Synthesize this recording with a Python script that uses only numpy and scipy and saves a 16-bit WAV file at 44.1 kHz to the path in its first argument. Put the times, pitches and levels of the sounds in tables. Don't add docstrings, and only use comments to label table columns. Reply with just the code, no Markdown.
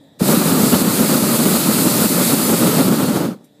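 import sys
import numpy as np
from scipy import signal
from scipy.fft import rfft, irfft
from scipy.io import wavfile
from scipy.ndimage import uniform_filter1d

SR = 44100
rng = np.random.default_rng(int(sys.argv[2]) if len(sys.argv) > 2 else 0)


def dump(signal):
    limited = np.clip(np.atleast_2d(signal).T, -1, 1)
    pcm = np.round(limited * 32767).astype(np.int16)
    wavfile.write(sys.argv[1], SR, pcm)


def volts(x):
    e = np.asarray(x, float) / 20
    return 10 ** e


N = 158760
T = np.arange(N) / SR

# pitch_hz, density_db
PILOT_MURMUR = [(50, -48), (111, -7.5), (270, -3), (362, -16), (570, -11), (900, -21), (1400, -37),
                (2800, -41)]
# pitch_hz, width_hz, level_db
PILOT_HISS = [(281, 12, -58), (550, 13, -70), (1820, 300, -69), (3420, 310, -67), (3790, 410, -64),
              (4700, 400, -85)]
# pitch_hz, density_db
AIR = [(1500, -2), (2800, -4), (5000, -2), (6500, -7), (7800, 0), (9000, -9), (11500, -5), (15300, -8)]
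# time_s, jet_level_db
FLOW = [(.186, -95), (.19, -60), (.198, -35), (.235, -25.5), (.28, -18), (.36, -20.5), (1.5, -18.5),
        (2.3, -17.5), (2.7, -21), (2.886, -23.5), (2.894, -24.5), (3.17, -30), (3.28, -40.5), (3.35, -68),
        (3.39, -88)]
# pitch_hz, density_db
JET_EDGE = [(1500, -6), (2600, -5), (3200, -7.5), (3800, -2), (4400, 0), (5100, -3), (5700, -9), (6600, -6)]
# pitch_hz, density_db
JET_TOP = [(6600, -2.5), (8000, 4.5), (9500, 3), (11500, 4.5), (13500, 3.5), (15500, 0)]
# time_s, roar_level_db
FLAME = [(.192, -95), (.2, -32), (.225, -16.5), (.28, -16.5), (.305, -14), (.65, -14), (1.3, -15),
         (2.3, -16), (2.68, -13.5), (2.95, -14), (3.24, -17), (3.33, -29), (3.36, -41), (3.44, -49),
         (3.49, -62), (3.6, -60)]
# pitch_hz, density_db
ROAR = [(25, -63), (59, -37.5), (152, -3.5), (220, 1), (468, -11.5), (587, -11), (677, -18.5), (900, -17.5)]
# pitch_hz, density_db
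BODY = [(500, -6), (800, -18), (1050, -1.5), (1300, 3), (1650, -8), (2300, -12), (3200, -11), (5000, -17.5)]
# start_s, level_db, pitch_hz, rise_s, t60_s
WHUMPS = [
    (0.196, -29, 297, .004, .04),
    (.204, -14, 433, 0.0056, .06),
    (0.204, -26, 797, 0.0028, 0.047),
    (0.2124, -1, 197, 0.0065, 0.038),
    (0.367, -8, 181, 0.01, 0.15),
    (0.81, -6, 225, 0.0077, .03),
    (3.284, -8.5, 220, 0.0042, .04),
    (3.299, -20, 194, 0.0092, 0.17),
]
# start_s, gain_step_db, thump_level_db
SURGES = [
    (.217, 0, -32),
    (.375, -1.5, -41),
    (.5, -0.5, -42),
    (0.823, -4, -32),
    (1.182, -3, -45),
    (1.572, -2.5, -44),
    (1.87, -1, -48),
    (2.06, -2, -38),
    (2.346, -2.5, -40),
    (2.89, -2.5, -43),
]
# multiple, level_db
HUM = [(1, -69), (2, -57), (3, -61), (4, -68), (5, -70)]
# pitch_hz, level_db, t60_s
LEVER = [(2320, -63, .07), (3780, -61, .12), (4780, -66, .07), (5700, -61, .08), (7650, -60, .14),
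         (8700, -63, .1), (10000, -60, .1), (11800, -61, .11), (14500, -62, .09)]
# pitch_hz, threshold_sigma
HOLES = [(2000, 2.8), (8000, 2.6), (11000, 2.3), (13000, 1.9), (15000, 1.5)]
# centre_s, low_hz, high_hz
WIDE = [(.975, 9600, 11200), (1.58, 13100, 15300), (1.905, 5700, 7000), (2.437, 4100, 5300),
        (2.437, 6900, 10500), (2.437, 13800, 15300), (2.46, 5200, 7700), (2.507, 9600, 11200),
        (2.507, 11700, 13200), (3.018, 6900, 8400), (3.065, 6300, 9100)]


def evened(x):
    return x / np.sqrt(np.mean(x ** 2) + 1e-20)


def read(points, hz):
    f, value = np.transpose(points)
    return np.interp(np.log(hz + 1), np.log(f + 1), value)


def curve(points):
    return np.interp(T, *np.transpose(points))


def octaves_above(hz, corner):
    return np.log2(np.maximum(hz / corner, 1))


def octaves_below(hz, corner):
    return np.log2(np.clip(corner / (hz + 1), 1, 9))


def wander(hz_low, hz_high):
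    rates = np.geomspace(hz_low, hz_high, num=30)
    t = T[::64]
    sway = sum(np.sin(2 * np.pi * (f * t + p)) / f ** 0.59 for f, p in zip(rates, rng.random(30)))
    return evened(np.interp(T, t, sway))


def noise(colour_db, patchy_db, size=512):
    hz = np.fft.rfftfreq(size, 1 / SR)
    a, b, patches = rng.standard_normal((N * 4 // size + 5, len(hz), 3)).T
    patches = uniform_filter1d(patches, size=size // 64, axis=0)
    patches = evened(uniform_filter1d(patches, size=8192 // size, axis=1))
    z = (a + 1j * b) * volts(colour_db(hz)[:, None] + patchy_db * patches)
    return evened(signal.istft(z, nperseg=size, noverlap=size * 3 // 4)[1][:N])


def band(x, hz, width):
    f = np.fft.rfftfreq(len(x), 1 / SR)
    return irfft(rfft(x) * np.exp(-2 * ((f - hz) / width) ** 2), len(x))


def steps(recover_s):
    total = 0
    for s, db, _ in SURGES:
        onset = np.clip((T - s) / 0.0051, 0, 1)
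        total = total + db * onset * np.exp(-np.maximum(T - s, 0) / recover_s)
    return total


def pilot():
    after = T > 2

    def murmur_colour(hz):
        return read(PILOT_MURMUR, hz) - 30 * octaves_below(hz, 50) - 12 * octaves_above(hz, 2800)

    murmur = noise(murmur_colour, patchy_db=1, size=2048)
    murmur_db = -51 - 8.5 * after * np.clip((3.64 - T) / .14, 0, 1)
    white = rng.standard_normal((len(PILOT_HISS), N))
    hiss = sum(volts(db) * evened(band(w, hz, width)) for w, (hz, width, db) in zip(white, PILOT_HISS))
    air = noise(lambda hz: read(AIR, hz) - 30 * (hz < 1000), patchy_db=2.5, size=1024)
    return murmur * volts(murmur_db) + hiss * volts(-6 * after) + air * volts(-66 - 0.5 * after)


def jet():
    def edge_colour(hz):
        return read(JET_EDGE, hz) - 40 * (hz < 1000) - 12 * octaves_above(hz, 6600)

    def top_colour(hz):
        return read(JET_TOP, hz) + 30 * np.log2(np.clip(hz / 6600, .01, 1))

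    edge = noise(edge_colour, patchy_db=.8)
    top = noise(top_colour, patchy_db=0.77)
    sway_db = .5 * wander(2.976, 14)
    flow_db = curve(FLOW)
    edge_db = -26 + 0.7 * (flow_db + 20.5)
    return top * volts(flow_db + sway_db) + edge * volts(edge_db + sway_db)


def flame():
    lumps = wander(6, 40)

    def roar_colour(hz):
        return read(ROAR, hz) - 12 * octaves_below(hz, 25) - 38 * octaves_above(hz, 900)

    roar = noise(roar_colour, patchy_db=-0.37, size=4096)
    body = noise(lambda hz: read(BODY, hz) - 30 * (hz < 300), patchy_db=-0.26, size=1024)
    lull_db = 0.64 * steps(0.013)
    roar_db = curve(FLAME) + 1.7 * lumps + lull_db
    body_db = -11.5 + curve(FLAME) + 0.1 * (curve(FLOW) + 20)
    return roar * volts(roar_db) + body * volts(body_db + 1.8 * lumps + 1.1 * wander(3.7, 30))


def whump(s, db, hz, rise, t60):
    t = np.maximum(T - s, 0)
    pitch_hz = hz * (1 + 0.92 * np.exp(-t / 0.0028))
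    turns = np.cumsum((t > 0) * pitch_hz) / SR
    swell = np.minimum(t / rise, 1) ** 2
    return swell * volts(db - 60 * np.maximum(t - rise, 0) / t60) * np.sin(2 * np.pi * turns)


def pockets():
    highpass = signal.butter(2, 90, "high", fs=SR, output="sos")
    return signal.sosfilt(highpass, sum(whump(*row) for row in WHUMPS))


def thumps():
    total = 0
    for s, _, db in SURGES:
        push = np.exp(-((T - s) / 0.0044) ** 2)
        total = total + volts(db) * push * np.cos(2 * np.pi * 35 * (T - s))
    return total


def hum():
    fade_in = np.clip((T - 3) / 0.043, 0, 1)
    phases = rng.random(len(HUM))
    return fade_in * sum(volts(db) * np.sin(2 * np.pi * (k * 148.3 * T + p)) for (k, db), p in zip(HUM, phases))


def valve():
    t = T - 3.439
    puff_level = np.clip(t / 0.0043, 0, 1) * volts(-54 - 60 * np.maximum(t, 0) / .13)
    puff = puff_level * evened(band(rng.standard_normal(N), 10000, 11000))
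    u = np.maximum(T - 3.443, 0)
    ring = sum(volts(db - 60 * u / t60) * np.sin(2 * np.pi * hz * u) for hz, db, t60 in LEVER)
    return puff + np.minimum(u / 0.0018, 1) * ring


def holes(x):
    hz, _, z = signal.stft(x, SR, nperseg=1024)
    chance = uniform_filter1d(rng.standard_normal(z.shape), size=4, axis=0)
    chance = evened(uniform_filter1d(chance, size=3, axis=1))
    quiet = 10 * np.log10((abs(z) ** 2).sum(0) + 1e-12) < -45
    treble = np.clip(hz / 5000 - .5, 0, 1)[:, None]
    limit = read(HOLES, hz)[:, None] - .8 * quiet * treble
    keep = np.clip(.5 + 6 * (limit - chance), .02, 1)
    return signal.istft(z * np.where(hz[:, None] > 1500, keep, 1), SR, nperseg=1024)[1][:N]


def wide_bands(x):
    hz, spectrum = np.fft.rfftfreq(N, 1 / SR), rfft(x)
    side = 0
    for s, low, high in WIDE:
        burst = np.roll(irfft(spectrum * (hz > low) * (hz < high), N), 2000)
        side = side + burst * np.cos(np.pi * np.clip((T - s) / 0.035, -.5, .5))
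    return volts(-2) * side


def scene():
    mono = pilot() + jet() + flame() + pockets() + thumps() + hum() + valve()
    return np.tile(mono, (2, 1))


def roll_off(x):
    return signal.sosfilt(signal.butter(12, 15940, fs=SR, output="sos"), x)


def record(dry):
    x = dry[0] * volts(steps(0.14))
    x = x / (1 + abs(x / .7) ** 6) ** (1 / 6)
    x = holes(x)
    lowpass = signal.firwin(1601, 15340, window=("kaiser", 9), fs=SR)
    x = signal.oaconvolve(x, lowpass, "same")
    side = wide_bands(x)
    return roll_off(np.array([x + side, x - side]))


dry = scene()
out = record(dry)
dump(out)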